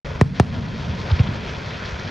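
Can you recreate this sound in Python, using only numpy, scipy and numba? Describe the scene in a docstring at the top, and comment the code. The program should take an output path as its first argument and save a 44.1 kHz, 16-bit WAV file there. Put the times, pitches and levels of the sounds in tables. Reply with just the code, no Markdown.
"""A faint sizzle over a low rumble, then two sharp bangs and duller thuds: fireworks far across an open field at night.
A phone hears each blast as a fast downward sweep, treble first and bass last, that rolls back off the surroundings.
Single stars snap, random sparks make the sizzle, and filtered noise makes the rumble, the roll and a distant wash.
The phone's limiter holds down all but the bass for a moment after loud bangs, so the sizzle ducks."""
import sys
import numpy as np
from scipy import signal
from scipy.fft import rfft, irfft
from scipy.io import wavfile
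from scipy.ndimage import uniform_filter1d, minimum_filter1d
from numba import njit

SR = 44100
rng = np.random.default_rng(int(sys.argv[2]) if len(sys.argv) > 2 else 0)


def digitize_waveform(pressure):
    """Quantize a signal to 16-bit integers and store it at the path in sys.argv[1].

    Rows of a 2-D input are taken as channels; values are limited to [-1, 1].
    """
    field = np.atleast_2d(pressure).T
    bounded = np.clip(field, -1, 1)
    quanta = np.round(bounded * 32767).astype(np.int16)
    wavfile.write(sys.argv[1], SR, quanta)


N = 92610  # 2.1 s


def undb(db):
    """Decibels to gain."""
    return 10 ** (np.asarray(db) / 20)


def unit(x):
    """Scale to rms 1."""
    return x / np.sqrt(np.mean(x ** 2))


def bins():
    """Frequency of every spectral bin in Hz, at least 1."""
    return np.maximum(np.arange(N // 2 + 1) * SR / N, 1)


def colour(points):
    """Gain in every bin, drawn through (Hz, dB) points on a log frequency axis."""
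    hz, db = np.array(points).T
    return undb(np.interp(np.log(bins()), np.log(hz), db))


def causal(gain):
    """Minimum-phase spectrum: the given gains, ringing only after the onset."""
    cepstrum = irfft(np.log(gain), N)
    cepstrum[1:N // 2] *= 2
    cepstrum[N // 2 + 1:] = 0
    return np.exp(rfft(cepstrum))


def tail(delay_s, decay_s):
    """Spectrum of an exponentially dying cloud of noise with unit energy."""
    t = np.arange(N) / SR - delay_s
    cloud = rng.standard_normal(N) * (t > 0) * np.exp(-np.abs(t) / decay_s)
    return rfft(cloud / np.linalg.norm(cloud))


def walk(rate):
    """Smooth random wander of rms 1 that takes a new value about rate times a second."""
    step = int(SR / rate)
    stairs = np.repeat(rng.standard_normal(N // step + 1), step)
    smooth = uniform_filter1d(uniform_filter1d(stairs, step), step)
    return unit(smooth[:N])


# Stereo width of the steady sounds and the echoes at the phone. 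Each row: frequency in Hz, side against mid in dB.
WIDTH = [(60, -24), (110, -25), (200, -12.5), (360, -10.5), (650, -7), (1200, -2.5), (1950, -6),
         (2300, -74), (7000, -47)]


def spread(mid, side, points):
    """Two noises become mid and side of a coloured stereo pair, widest in the middle frequencies."""
    mid_spectrum = rfft(mid) * colour(points)
    side_spectrum = rfft(side) * colour(points) * colour(WIDTH)
    return unit(irfft(np.array([mid_spectrum + side_spectrum, mid_spectrum - side_spectrum]), N))


# The blasts over the field. Each row: start in seconds, relative level in dB, corner in Hz above which
# it is dull, sweep in cycles of delay, ground bounce delay in seconds, relative crack level in dB.
BURSTS = [(0.2118, 2, 12400, 1.05, .0014, -3.5), (0.3982, 2, 11000, .92, 0.0019, 0),
          (0.882, -11, 170, 1, 0.0056, -42.5), (1.103, 5, 84, 1.4, .0055, -10),
          (1.193, 0.5, 188.4, .9, 0.0059, -3.5), (1.285, -12.5, 290, .6, .0028, -14.5),
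          (1.912, -6, 84, 1, 0.01, -25), (2.042, -19.5, 192, 1.95, .0035, -29)]
# Spectrum of a blast before dulling. Each row: frequency in Hz, relative level in dB.
BLAST = [(20, -32), (48, -15.5), (62, -6.5), (87, 2), (140, 0.5), (180, -3.5), (245, -8), (310, -10.5),
         (410, -2.5), (650, -8), (830, -12), (1050, -17.5), (2000, -22.5), (2900, -30), (4000, -33.5),
         (5600, -38.5), (8000, -46.5), (11000, -51.5), (14000, -70)]
# Blast at the two microphones. Each row: frequency in Hz, left minus right in dB.
BLAST_PAN = [(200, -0.5), (400, -2.5), (700, 2), (1150, 5.5), (2100, 0), (3500, 0)]
# Crackle that opens a burst. Each row: frequency in Hz, relative level in dB.
CRACK = [(250, -38), (500, -24), (1000, -27), (2400, -42), (4500, -39.5), (6500, -57), (8500, -75),
         (12000, -100)]
# Colour of the echoes off the surroundings. Each row: frequency in Hz, relative level in dB.
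ECHO = [(40, -23), (90, -6), (180, 4), (260, -3.5), (330, -15.5), (1000, -12), (4000, -5)]
BLAST_DB = 41.5  # added to every burst level
RIGHT_LAG_S, LAG_BELOW_HZ = .00017, 1320
SWEEP_ZERO_HZ = 6400  # here the sweep leaves the phase alone
GROUND_DB = -11  # strength of the ground bounce
CRACK_DECAY_S = 0.013
SCATTER_DB, SCATTER_ABOVE_HZ, SCATTER_S = 3, 2150, .003  # ragged edge just behind the front
ECHO_DB, ECHO_DELAY_S, ECHO_DECAY_S = -13, 0.028, 0.058


def bursts():
    """Swept pressure pulses, each with an inverted ground bounce, a rough crack, a ragged edge and low echoes."""
    f, sides = bins(), np.array([[1], [-1]])  # left, right
    lag = RIGHT_LAG_S / (1 + (f / LAG_BELOW_HZ) ** 6)
    ports = colour(BLAST_PAN) ** (sides / 2) * np.exp(1j * np.pi * f * lag * sides)
    blast, crackle, echoes, width = colour(BLAST), colour(CRACK), colour(ECHO), colour(WIDTH)
    out = 0
    for start, db, dull_hz, cycles, bounce_s, crack_db in BURSTS:
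        # every frequency is late by the same number of its own cycles
        sweep = np.exp(-2j * np.pi * cycles * np.log(f / SWEEP_ZERO_HZ))
        ground = 1 - undb(GROUND_DB) * np.exp(-2j * np.pi * f * bounce_s)
        body = causal(blast / np.hypot(1, (f / dull_hz) ** 4)) * sweep * ground
        ragged = undb(SCATTER_DB) * tail(0, SCATTER_S) * f / (f + SCATTER_ABOVE_HZ)
        crack = undb(crack_db) * crackle * tail(0, CRACK_DECAY_S)
        echo_mid = tail(ECHO_DELAY_S, ECHO_DECAY_S)
        echo_side = width * tail(ECHO_DELAY_S, ECHO_DECAY_S)
        echo = undb(ECHO_DB) * echoes * (echo_mid + sides * echo_side)
        arrival = undb(BLAST_DB + db) * np.exp(-2j * np.pi * f * start)
        direct = ports * (body * (1 + ragged) + crack)
        out = out + arrival * (direct + body * echo)
    return irfft(out, N)


# Snaps of single stars. Each row: start in seconds, energy in dB, centre in Hz.
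SNAPS = [(1.1135, -6.5, 3700), (1.193, -6, 2420), (1.198, -17, 4360), (1.2727, -13.5, 2700)]
SNAP_DECAY_S, SNAP_WIDTH_OCT, SNAP_SKIRT_DB = .003, 0.49, -55


def snaps():
    """Single stars that pop: a few milliseconds of noise around one pitch."""
    out = 0
    for start, db, hz in SNAPS:
        band = np.exp(-(np.log2(bins() / hz) / SNAP_WIDTH_OCT) ** 2)
        pop = irfft(causal(band + undb(SNAP_SKIRT_DB)) * tail(start, SNAP_DECAY_S), N)
        out = out + undb(db) * pop / np.linalg.norm(pop)
    return out


SPARKS_PER_S, SPARK_SPREAD_DB = 1500, 3.5
SPARK_SHARE = 0.57  # share of the power in pops, the rest is hiss


def sparks():
    """Dense one-sample pops of uneven size and random sign, mixed with hiss."""
    sizes = undb(SPARK_SPREAD_DB * np.minimum(rng.standard_normal(N), 2))
    pops = (rng.random(N) < SPARKS_PER_S / SR) * rng.choice([-1, 1], N) * sizes
    hiss = rng.standard_normal(N)
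    return np.sqrt(SPARK_SHARE) * unit(pops) + np.sqrt(1 - SPARK_SHARE) * hiss


FLUTTER_DB, FLUTTER_PER_S = 1.3, 70
DRIFT_DB, DRIFT_PER_S = 0.67, 9.03


def shimmer(x):
    """Each half-octave flutters and drifts in level on its own."""
    octave, spectrum = np.log2(bins()), rfft(x)
    out = 0
    for k in range(12, 29):  # centres from 64 Hz to 16 kHz
        band = irfft(spectrum * np.maximum(1 - np.abs(2 * octave - k), 0), N)
        out = out + band * undb(FLUTTER_DB * walk(FLUTTER_PER_S) + DRIFT_DB * walk(DRIFT_PER_S))
    return unit(out)


# Sizzle of the burning stars. Each row: frequency in Hz, relative density in dB per Hz.
SIZZLE = [(300, -1.5), (700, -7), (1150, -4), (1450, 1.5), (2500, 0), (2900, -5), (3250, -1), (3750, -5.5),
          (4300, -6), (5600, -11), (6600, -18.5), (7800, -30), (8800, -65.5), (14000, -92)]
FLICKER_DB, FLICKER_PER_S = 0.7, 34.9


def sizzle():
    """Burning stars: coloured sparks that shimmer by band and flicker as a whole."""
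    return undb(FLICKER_DB * walk(FLICKER_PER_S)) * shimmer(spread(sparks(), sparks(), SIZZLE))


def even(x):
    """Smooth the lumps out of a low noise, over 70 ms, so that it rolls on without gaps."""
    power = uniform_filter1d(np.mean(x ** 2, axis=0), int(.07 * SR))
    return unit(x / np.sqrt(power + 1e-6))


# Echoes of earlier bursts rolling round the field. Each row: frequency in Hz, relative density in dB per Hz.
ROLL = [(70, -25), (110, 0.5), (135, 1.5), (190, -2.5), (255, -8), (300, -17), (600, -84)]


def roll():
    """Echoes of earlier bursts, merged into an even noise mostly below 250 Hz."""
    return even(spread(*rng.standard_normal((2, N)), ROLL))


# Low rumble over the field. Each row: frequency in Hz, relative density in dB per Hz.
RUMBLE = [(20, -17.5), (35, 5), (55, 6.5), (85, 14), (110, 7), (150, -4), (300, -67)]


def rumble():
    """Even low noise, strongest around 85 Hz."""
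    return even(spread(*rng.standard_normal((2, N)), RUMBLE))


# Wide wash of distant noise. Each row: frequency in Hz, relative density in dB per Hz.
WASH = [(150, -49), (300, -1.5), (410, 4), (640, 2), (820, -5), (970, 1), (1150, -7), (1400, -6),
        (2200, -22), (2900, -48)]
WASH_PAN_DB = 3.5  # left over right


def wash():
    """Distant mid-range noise that shimmers by band and leans left."""
    pan = undb(WASH_PAN_DB * np.array([[.5], [-.5]]))
    return shimmer(spread(*rng.standard_normal((2, N)), WASH)) * pan


# Steady sounds as they reach the phone. Each row: time in seconds, then relative levels in dB
# of rumble, roll, wash and sizzle.
LEVELS = [(.05, -31, -33.5, -35.5, -37.5), (0.172, -31, -33, -38, -40), (.33, -38, -28.5, -41.5, -40),
          (.39, -30, -32.5, -38.5, -39), (.5, -34, -30.5, -36.5, -37), (.58, -29, -26.5, -36.5, -38),
          (.69, -38, -29.5, -40.5, -40), (.8, -32.5, -29, -37.5, -37), (.93, -32.5, -28.5, -36, -37.5),
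          (1.04, -31.5, -32, -35.5, -36), (1.109, -35, -30, -35, -34.5), (1.241, -32, -28, -36, -35),
          (1.401, -34, -32.5, -36.5, -37.5), (1.5, -33.5, -33, -36.5, -34),
          (1.59, -35.5, -34.5, -36.5, -36), (1.71, -35.5, -33, -38.5, -34.5),
          (1.92, -34.5, -38.5, -36, -35.5), (2.1, -38.5, -34, -38.5, -36)]


def scene():
    """Bursts and snaps over the sizzling stars, rolling echoes, rumble and a distant wash."""
    times, *columns = np.array(LEVELS).T
    gains = [undb(np.interp(np.arange(N) / SR, times, column)) for column in columns]
    rumble_gain, roll_gain, wash_gain, sizzle_gain = gains
    stars = bursts() + snaps() + sizzle_gain * sizzle()
    background = roll_gain * roll() + rumble_gain * rumble() + wash_gain * wash()
    return stars + background


@njit
def limiter(need, hold, release):
    """Gain that drops at once to what a peak needs, holds, then recovers; times in samples."""
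    out, gain, wait = np.empty(len(need)), 1., 0.
    for i in range(len(need)):
        if need[i] < 1:
            gain, wait = min(gain, need[i]), hold
        wait -= 1
        if wait < 0:
            gain += (1 - gain) / release
        out[i] = gain
    return out


LIMIT_ABOVE_HZ, CEILING = 275, 0.94
LOOKAHEAD_S, HOLD_S, RELEASE_S = .0025, 0.11, 0.021
OPENS_S, OPENING_S, CLOSED_DB = 0.047, 0.00065, -74
CLIP_AT, TOP_HZ = 1, 13300


def record(dry):
    """The sound starts after a brief silence; the phone limits all but the bass after loud bangs, rounds what
    still overshoots and cuts the top."""
    bass = irfft(rfft(dry) / (1 + (bins() / LIMIT_ABOVE_HZ) ** 8), N)
    upper = dry - bass
    ahead = max(int(LOOKAHEAD_S * SR), 1)
    peak = np.abs(upper).max(axis=0)
    need = minimum_filter1d(CEILING / np.maximum(peak, CEILING), 2 * ahead + 1)
    gain = uniform_filter1d(limiter(need, float(HOLD_S * SR), float(RELEASE_S * SR)), ahead)
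    opening = np.clip((np.arange(N) / SR - OPENS_S) / OPENING_S, undb(CLOSED_DB), 1)
    x = (bass + upper * gain) * opening
    rounded = x / (1 + (x / CLIP_AT) ** 6) ** (1 / 6)
    return signal.sosfilt(signal.ellip(8, .2, 70, TOP_HZ, fs=SR, output="sos"), rounded)


dry = scene()
out = record(dry)
digitize_waveform(out)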